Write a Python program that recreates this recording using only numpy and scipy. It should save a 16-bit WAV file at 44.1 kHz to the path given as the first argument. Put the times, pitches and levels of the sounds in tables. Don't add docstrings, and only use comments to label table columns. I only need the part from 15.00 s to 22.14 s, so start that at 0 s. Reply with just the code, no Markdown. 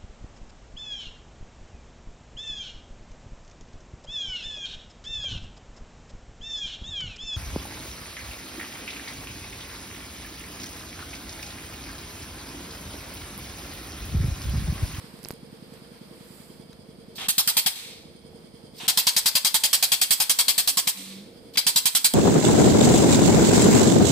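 import sys
import numpy as np
from scipy import signal
from scipy.fft import rfft, irfft, next_fast_len
from scipy.io import wavfile
from scipy.ndimage import uniform_filter1d, map_coordinates

SR = 44100
rng = np.random.default_rng(int(sys.argv[2]) if len(sys.argv) > 2 else 0)


def to_wav(sig):
    pcm = np.clip(np.atleast_2d(sig), -1, 1) * 32767
    pcm = np.round(pcm).astype(np.int16)
    wavfile.write(sys.argv[1], SR, pcm.T)


N = 314874
T = np.arange(N) / SR

# (delay [s], gain)
WALL_ECHOES = [(-.0006, 1), (.0058, .25), (.0405, .4), (.0545, .25), (.0597, .25), (.0663, .25)]
# (time [s], level [dB])
THUMP_LEVEL = [(0, 2), (2.2, -0.4), (3.75, -1.5), (6.3, -3.5)]
# (pitch [Hz], width [Hz], level [dB])
TANK_NOTES = [(165, 7, -5), (240, 20, -8), (267, 7, -9), (360, 14, -7), (434, 10, -3), (463, 4, 6),
              (514.5, 5, 0)]
REED_NOTES = [(2230, 82, -4), (3124, 50, 0.5), (3380, 110, -1), (4270, 120, -5.5), (4860, 120, 1),
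              (9070, 140, -6.5), (14000, 230, -24)]
MUFFLER_NOTES = [(2660, 59, -11), (3253, 108, 1.5), (3980, 140, -2), (4300, 190, -2.5), (4840, 165, 0.5),
                 (5670, 150, -5.5)]
NOZZLE_NOTES = [(6460, 230, 10), (7630, 370, 3), (9500, 68, -14), (11920, 300, 1), (13200, 270, -4.5)]
# (frequency [Hz], relative level [dB])
RUMBLE_COLOUR = [(12, -44), (20, -14), (65, 0), (221, -5), (306, -4), (360, 1), (394, -9), (455, 1),
                 (566, -7), (665, -6.5), (769, -13), (905, -13.5), (1500, -30), (1950, -58), (3300, -120)]
HISS_COLOUR = [(590, -12), (1000, -4.5), (2880, -9), (3230, -11.5), (4020, -7.5), (4830, -7.5), (6740, -28),
               (9090, -19.5), (10200, -21.5), (13900, -18.5), (15600, -28)]
RUSTLE_COLOUR = [(3820, -40), (6500, -10), (7750, 0), (10000, -4), (12500, -4), (15600, -10)]
LEAK_COLOUR = [(600, -25), (1800, -17), (3300, -4), (4500, 1), (5300, -1), (7000, -26), (11500, -16),
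               (14000, -6), (15400, -18)]
FILL_COLOUR = [(350, -23), (600, -16), (768, -5.5), (851, -15), (924, -9), (1540, -11.5), (3040, -3.5),
               (3310, 0), (7000, -21), (9100, -51), (15400, -120)]
FIZZ_COLOUR = [(3530, -27), (6000, -8.5), (6790, -10.5), (8100, -3.5), (11200, -13), (13900, -12.5),
               (15600, -22)]
BLEED_COLOUR = [(470, -48), (800, -16), (1100, -13), (1540, -13.5), (2250, -2.5), (3010, -5), (3420, 1),
                (4170, 2), (7000, -16), (9100, -29), (15400, -120)]
BLAST_COLOUR = [(820, -23), (1400, -15), (2580, -5.5), (2880, -8), (3250, -4), (4770, -2), (6040, -7),
                (7000, -5), (9100, -16.5), (15400, -120)]
JET_COLOUR = [(3530, -27.5), (6000, -13.5), (7130, -15.5), (7740, -1.5), (9310, 0.5), (10700, -4.5),
              (11600, -3.5), (12500, -6.5), (14000, -1.5), (15400, -6), (16000, -22)]
FRAME_COLOUR = [(260, -52), (450, -6.5), (756, 1.5), (842, 3.5), (933, 6), (1020, 1), (1100, 4.5),
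                (1250, 0), (1900, -4), (2470, -33), (4180, -120)]
DRONE_COLOUR = [(150, -32), (230, -8), (280, -1), (340, -9), (400, -16), (505, -7), (516, 0), (530, -14),
                (700, -40)]
# (frequency [Hz], likeness [0 to 1])
RUMBLE_LIKENESS = [(30, 0.17), (150, 0.56), (500, 0.91), (1200, 0.081)]
PUMP_LIKENESS = [(500, 0.94), (2000, 0.41), (4500, 0.42), (8000, 0.68), (13000, 0.33)]
# (frequency [Hz], left over right [dB])
HISS_PAN = [(60, -1.5), (110, 0), (200, 3), (380, 7), (700, -5), (1290, 1.5), (2380, 0.5), (4400, -3),
            (8120, -21), (15000, -5)]
PUMP_PAN = [(60, 5), (110, -0.5), (200, -7), (380, 2), (700, -3), (1290, 1), (2380, 3), (4400, 0),
            (8120, -8), (15000, -5.5)]
# (time [s], level [dB])
HISS_LOUDNESS = [(0, -49.5), (.3, -53.5), (.47, -58.5), (.7, -54.5), (1.4, -55), (1.65, -60.5)]
DRONE_LOUDNESS = [(4.8, -75), (5.4, -60.5), (6.05, -56), (6.3, -53), (6.6, -58), (7.14, -65)]
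# (loudest time [s], half length [s], level [dB])
RUSTLE_SWELLS = [(.05, 0.23, -62), (0.275, .06, -59), (.8, .25, -69), (1.364, 0.21, -55)]
# (time [s], tick level [dB], knock level [dB], pitch [Hz], left over right [dB])
CAMERA_TICKS = [(.1904, -38, -42, 10100, -5), (.231, -31, -53, 11000, -17), (.2404, -31, -47, 10900, -21),
                (0.249, -29, -37, 5200, -29), (.2574, -32, -31.5, 2600, -15),
                (0.2861, -23.5, -72, 11200, -24), (.296, -36, -42, 11100, -9.5),
                (0.3068, -28, -24, 4740, -17), (.312, -26, -41, 12200, -20), (0.323, -34, -69, 11000, -15),
                (.338, -37, -55, 10600, -10), (0.739, -34, -43, 7700, -9), (1.73, -31, -62, 3900, 6)]
# (leak start [s], leak rise [s], valve opens [s], flow stops [s],
# leak level [dB], fill level [dB], fill treble [dB])
BUTTON_PRESSES = [(2.147, .011, 2.179, 2.275, -42, -33, -42.5),
                  (3.725, .065, 3.797, 3.871, -42, -35, -44.5),
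                  (6.531, .007, 6.553, 6.564, -44.5, -31.5, -42)]
# (time [s], wait before fast fade [s], level [dB], treble [dB])
BLEED_OUTS = [(2.753, 0.14, -39.5, -40.5), (5.97, 0.16, -41.5, -39.5)]
# (time [s], level [dB], valve open for [s], hollow pitch [Hz])
PUMP_STROKES = [(2.285, -14, 0.024, 1153), (2.3815, -12, 0.027, 1230), (2.4751, -12.5, 0.028, 1115),
                (2.5685, -10.5, 0.028, 920), (2.6617, -12, 0.018, 768), (3.8805, -10, 0.025, 717),
                (3.974, -10.5, .029, 744), (4.069, -10, 0.024, 1022), (4.1649, -11, 0.028, 1083),
                (4.2591, -10.5, 0.03, 1080), (4.353, -11.5, 0.028, 1054), (4.448, -10, 0.03, 937),
                (4.543, -11, .024, 718), (4.6366, -10.5, 0.025, 920), (4.7308, -9.5, .025, 1096),
                (4.8263, -9.5, 0.021, 743), (4.9189, -10.5, 0.025, 756), (5.0145, -11, .022, 743),
                (5.1075, -10.5, 0.03, 917), (5.2013, -12, 0.028, 930), (5.2958, -11.5, .024, 960),
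                (5.3884, -10.5, 0.025, 960), (5.4824, -11.5, 0.027, 914), (5.5794, -12, 0.027, 834),
                (5.6754, -12.5, .028, 910), (5.7722, -13, 0.027, 1060), (5.873, -14, 0.026, 857),
                (6.573, -11.5, .024, 934), (6.667, -11.5, .033, 957), (6.76, -11.5, 0.028, 940),
                (6.8562, -12, 0.023, 1000), (6.9505, -11, 0.025, 753), (7.0447, -10.5, .024, 860),
                (7.1374, -17, .028, 810)]
# (time [s], jet offset [dB], thud level [dB], left over right [dB])
STROKE_BALANCE = [(2.3, -3, -34, 1.5), (2.66, -5.5, -32, 3.5), (3.9, -6.5, -32.5, 3.5), (4.5, -6.5, -37, 3),
                  (4.8, -6.5, -47, 3), (5.1, -4.5, -39, 3), (5.5, -3, -44.5, 4), (5.87, -5, -31, 3.5),
                  (6.6, -5, -33, 3.5), (7.14, -2.5, -37, 1)]
# (left delay [s], right delay [s], gain)
NEAR_ECHOES = [(.0011, .0013, 0.086), (.0026, 0.0017, -0.17), (.0047, 0.0068, 0.12), (.0079, .0071, .25),
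               (0.0112, .0127, -0.06)]
# (start [s], right ear's lag [s], echo delay factor)
CAMERA_MOVES = [(2, 0.000077, 1.17), (3.4, 0.0000045, 0.98), (4.401, 0.0000062, 1.17),
                (4.87, 0.000023, 1.16), (5.35, 0.000029, 1.2), (6.4, 0.000034, 0.93)]
# (frequency [Hz], time to fall 60 dB [s])
ROOM_DECAY = [(300, 1), (3000, 0.62), (10000, 0.13)]

TURN_S, FIRST_THUMP_S = .09719, .0454


def amp(db):
    return 10 ** (np.asarray(db) / 20)


def unit(x):
    return x / np.sqrt(np.mean(x ** 2) + 1e-20)


def along(points, hz):
    freqs, values = np.transpose(points)
    return np.interp(np.log(hz + 1), np.log(freqs + 1), values)


def curves(rows):
    times, *columns = np.transpose(rows)
    return [np.interp(T, times, column) for column in columns]


def wobble(rate):
    return map_coordinates(rng.standard_normal(int(N * rate / SR) + 4), [T * rate])


def ramp(start, length):
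    return np.clip((T - start) / length, 0, 1)


def filtered(x, response):
    size = next_fast_len(N + SR // 2)
    return irfft(rfft(x, size) * response(np.fft.rfftfreq(size, 1 / SR)), size)[..., :N]


def resonances(notes, hz):
    return sum((-1) ** k * amp(db) * 1j * hz * width / (pitch ** 2 - hz ** 2 + 1j * hz * width)
               for k, (pitch, width, db) in enumerate(notes))


def patchy(depth_db):
    white = rng.standard_normal((2, N))
    if not depth_db:
        return white
    spectra = signal.stft(white, nperseg=256)[2]
    patches = uniform_filter1d(uniform_filter1d(rng.standard_normal(spectra.shape[1:]), 4, 0), 8, 1)
    return signal.istft(spectra * amp(depth_db * unit(patches)), nperseg=256)[1][:, :N]


def noise(colour, likeness, pan=((1, 0),), notes=(), lift_db=0, patchy_db=0):
    mid, side = patchy(patchy_db)
    size = next_fast_len(N, real=True)
    hz = np.fft.rfftfreq(size, 1 / SR)
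    spread = np.arccos(np.clip(along(likeness, hz), -1, 1)) / 2
    gain = amp(along(colour, hz)) * (1 + amp(lift_db) * np.abs(resonances(notes, hz)))
    ears = rfft(mid, size) * np.cos(spread) + rfft(side, size) * np.sin(spread) * [[1], [-1]]
    return unit(irfft(ears * gain * amp(np.outer([.5, -.5], along(pan, hz))), size)[:, :N])


def thump(t, hz):
    return -np.sin(2 * np.pi * hz * t) * np.exp(-(1.35 * hz * t) ** 2)


def compressor_dip(depth_db=9, hold_s=.079, recover_s=.17):
    times = np.array([-1] + [row[0] for row in PUMP_STROKES])
    since = T - times[np.searchsorted(times, T) - 1]
    dipped = 1 - np.clip((since - hold_s) / recover_s, 0, 1)
    return amp(-depth_db * uniform_filter1d(dipped, size=SR // 20))


def compressor():
    beats = FIRST_THUMP_S + TURN_S * np.arange(-2, int(N / SR / TURN_S) + 1)
    jitter, strength_db = rng.standard_normal((len(beats), 2)).T
    pulses, lead = np.zeros(N + SR), SR // 2
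    pulses[np.round((beats + .0002 * jitter) * SR).astype(int) + lead] = amp(strength_db)
    t = np.arange(SR // 8) / SR - .01
    echoed = sum(gain * thump(t - delay, hz=203.4) for delay, gain in WALL_ECHOES)
    knocks = signal.fftconvolve(pulses, echoed)[lead + SR // 100:][:N]
    ring = unit(filtered(pulses[lead:][:N], lambda hz: resonances(TANK_NOTES, hz) / (1 + 1j * hz / 300)))
    dip = compressor_dip()
    beat = amp(curves(THUMP_LEVEL)[0] - 36) * dip ** .8 * knocks
    beat += amp(-56) * ring
    ears = filtered(beat, lambda hz: np.exp(np.outer([-1j, 1j], .0017 * hz))) * amp([[-1.1], [1.1]])
    rumble = noise(RUMBLE_COLOUR, RUMBLE_LIKENESS, [(1, -2)], TANK_NOTES, lift_db=-8.5, patchy_db=.5)
    return dip * (ears + amp(-52.5 + wobble(11)) * rumble)


def reed_valves():
    turn = ((T - FIRST_THUMP_S) / TURN_S + .18) % 1
    opening = 1.3 + np.sin(np.pi * np.clip(turn / .75, 0, 1)) ** 2
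    whistle = noise([(1, 0)], [(1, .05)], HISS_PAN, REED_NOTES, lift_db=45)
    return compressor_dip() * amp(-63.5 + .8 * wobble(3.15)) * opening * whistle


def hiss_and_rustle():
    hiss = amp(curves(HISS_LOUDNESS)[0] + wobble(22))
    hiss = hiss * noise(HISS_COLOUR, [(1000, .14), (3000, .042)], HISS_PAN)
    swells = sum(amp(db) * np.exp(-((T - time) / half_s) ** 2) for time, half_s, db in RUSTLE_SWELLS)
    return hiss + swells * amp(.91 * wobble(25.3)) * noise(RUSTLE_COLOUR, [(1, .05)], [(1, -14)])


def camera_ticks(fade_s=.006):
    out, t = np.zeros((2, N + SR)), np.arange(SR // 40) / SR
    for start, db, knock_db, hz, pan_db in CAMERA_TICKS:
        grit = .6 + 1.6 * uniform_filter1d(rng.standard_normal(len(t)), size=round(3 + 12000 / hz))
        shape = amp(db - 2 - 60 * t / fade_s) * (1 - np.exp(-t / .0003))
        tick = shape * grit * np.sin(2 * np.pi * hz * t) * amp(np.array([[.5], [-.5]]) * pan_db)
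        push = (1 - t / .00078) * np.exp(-t / .0011)
        ring = .17 * amp(-60 * t / .014) * np.sin(2 * np.pi * 450 * t)
        out[:, round(start * SR):][:, :len(t)] += tick + amp(knock_db + 4.5) * (push + ring)
    return out[:, :N]


def air_flow(fill_peak_s=.038, sag_db_per_s=17, drain_db_per_s=67, dull_db_per_s=32):
    leaks, fill, bleed, fizz = np.zeros((4, N))
    for start, rise_s, opens, stops, leak_db, fill_db, treble_db in BUTTON_PRESSES:
        leak = (T > start) * (T < opens) * amp(leak_db - 29 * (1 - ramp(start, rise_s)))
        arch_db = -3 * ((T - opens) / fill_peak_s - 1) ** 2
        arch = ramp(opens, .0037) * (T < stops) * amp(arch_db)
        leaks += leak
        fill += amp(fill_db) * arch
        fizz += amp(-5) * leak + amp(treble_db) * arch
    for start, hold_s, db, treble_db in BLEED_OUTS:
        since = np.maximum(T - start, 0)
        fall_db = sag_db_per_s * since + drain_db_per_s * np.maximum(since - hold_s, 0)
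        fade = ramp(start, .0033) * amp(-fall_db)
        bleed += amp(db) * fade
        fizz += amp(treble_db - dull_db_per_s * since) * fade
    air = fill * noise(FILL_COLOUR, PUMP_LIKENESS, PUMP_PAN, patchy_db=.5)
    air += bleed * noise(BLEED_COLOUR, PUMP_LIKENESS, PUMP_PAN)
    air += leaks * noise(LEAK_COLOUR, PUMP_LIKENESS, PUMP_PAN)
    return amp(.8 * wobble(60)) * air + fizz * noise(FIZZ_COLOUR, [(1, .13)], [(1, -11)])


def pump_exhaust(body_level_db=-23.5):
    blast, jet, frame, hollow, thud = np.zeros((5, 2, N + SR))
    t = np.arange(SR // 4) / SR - .01
    balance = np.array(curves(STROKE_BALANCE))
    scatter_db = rng.standard_normal((len(PUMP_STROKES), 4)) * [.61, .92, 1.5, 1.4]
    for (start, db, open_s, hollow_hz), scatter in zip(PUMP_STROKES, scatter_db):
        levels = np.insert(balance[:, round(start * SR)], 1, body_level_db)
        jet_db, body_db, thud_db, pan_db = levels + scatter
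        first = round((start - .01) * SR)
        span = slice(first, first + len(t))
        gain = amp(db + np.array([[.5], [-.5]]) * pan_db) * np.clip((t + .0021) / .0026, 0, 1) ** 2
        shut_s = np.maximum(t - open_s, 0)
        blast[:, span] += gain * amp(-6.5 - 209 * t) * (.93 * amp(-700 * shut_s) + .17)
        jet[:, span] += gain * amp(jet_db - .5 - 125 * t) * (.8 * amp(-1800 * shut_s) + .21)
        frame[:, span] += gain * amp(body_db - 2 - 248 * t) * (.61 * amp(-600 * shut_s) + .43)
        hollow[:, span] += gain * amp(body_db - 3 - 580 * t) * np.sin(2 * np.pi * hollow_hz * t)
        thud[:, span] += amp(thud_db) * thump(t - [[.0007], [.0003]], hz=194.6)
    blast_pan = [(1500, -1.2), (3000, 1.3), (6000, -2.3)]
    air = blast[:, :N] * noise(BLAST_COLOUR, PUMP_LIKENESS, blast_pan, MUFFLER_NOTES,
                               lift_db=1, patchy_db=2)
    air += jet[:, :N] * noise(JET_COLOUR, PUMP_LIKENESS, PUMP_PAN, NOZZLE_NOTES,
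                              lift_db=-4.5, patchy_db=2)
    air += frame[:, :N] * noise(FRAME_COLOUR, PUMP_LIKENESS, [(1, -1.2)], patchy_db=4)
    air += hollow[:, :N] * noise([(1, -1), (40, 8), (120, -61), (300, -120)], [(1, 1)])
    return air, thud[:, :N]


def near_echoes(x):
    out = np.zeros((2, N + SR))
    edges = [round(row[0] * SR) for row in CAMERA_MOVES] + [N]
    for (_, lag_s, stretch), first, last in zip(CAMERA_MOVES, edges, edges[1:]):
        size = 2 * next_fast_len((last - first) // 2 + SR // 20, real=True)
        hz = np.fft.rfftfreq(size, 1 / SR)
        echoes = sum(gain * np.exp(-2j * np.pi * stretch * np.outer([left, right], hz))
                     for left, right, gain in NEAR_ECHOES)
        lag = np.exp(-2j * np.pi * np.outer([0, lag_s], hz))
        out[:, first:first + size] += irfft(rfft(x[:, first:last], size) * (1 + echoes) * lag, size)
    return out[:, :N]


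def garage_echo(x):
    hz, t, spectra = signal.stft(rng.standard_normal((2, SR // 2)), SR, nperseg=256)
    tail = signal.istft(spectra * amp(-60 * t / along(ROOM_DECAY, hz)[:, None]), SR, nperseg=256)[1]
    delayed = np.pad(x, ((0, 0), (400, 0)))
    return signal.fftconvolve(delayed, tail / np.linalg.norm(tail[0]), axes=1)[:, :N]


def far_drone():
    return amp(curves(DRONE_LOUDNESS)[0] + wobble(7.2)) * noise(DRONE_COLOUR, [(1, 1)], patchy_db=4)


def draining_hum(start=5.94, end=6.235, pitch_hz=192.2, bend_start=6.175, bend_hz_per_s=260):
    hz = pitch_hz + bend_hz_per_s * np.maximum(T - bend_start, 0)
    shape = ramp(start, .047) * (1 - ramp(end, .025))
    level_db = -44 + ramp(start, end - start) + 2 * wobble(50)
    return shape * amp(level_db) * np.sin(2 * np.pi * np.cumsum(hz) / SR) * amp([[-1], [1]])


def scene():
    air, thud = pump_exhaust()
    jack = amp(-1) * near_echoes(air + air_flow()) + thud + amp(-15) * garage_echo(air) + draining_hum()
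    return jack + compressor() + reed_valves() + far_drone() + hiss_and_rustle() + camera_ticks()


def record(dry, ceiling=.9, top_hz=16480):
    soft = dry / (1 + np.abs(dry / ceiling) ** 4) ** .25
    return filtered(soft, lambda hz: amp(np.interp(hz, [15400, 15700], [0, -22])) * (hz < top_hz))


dry = scene()
out = record(dry)
to_wav(out)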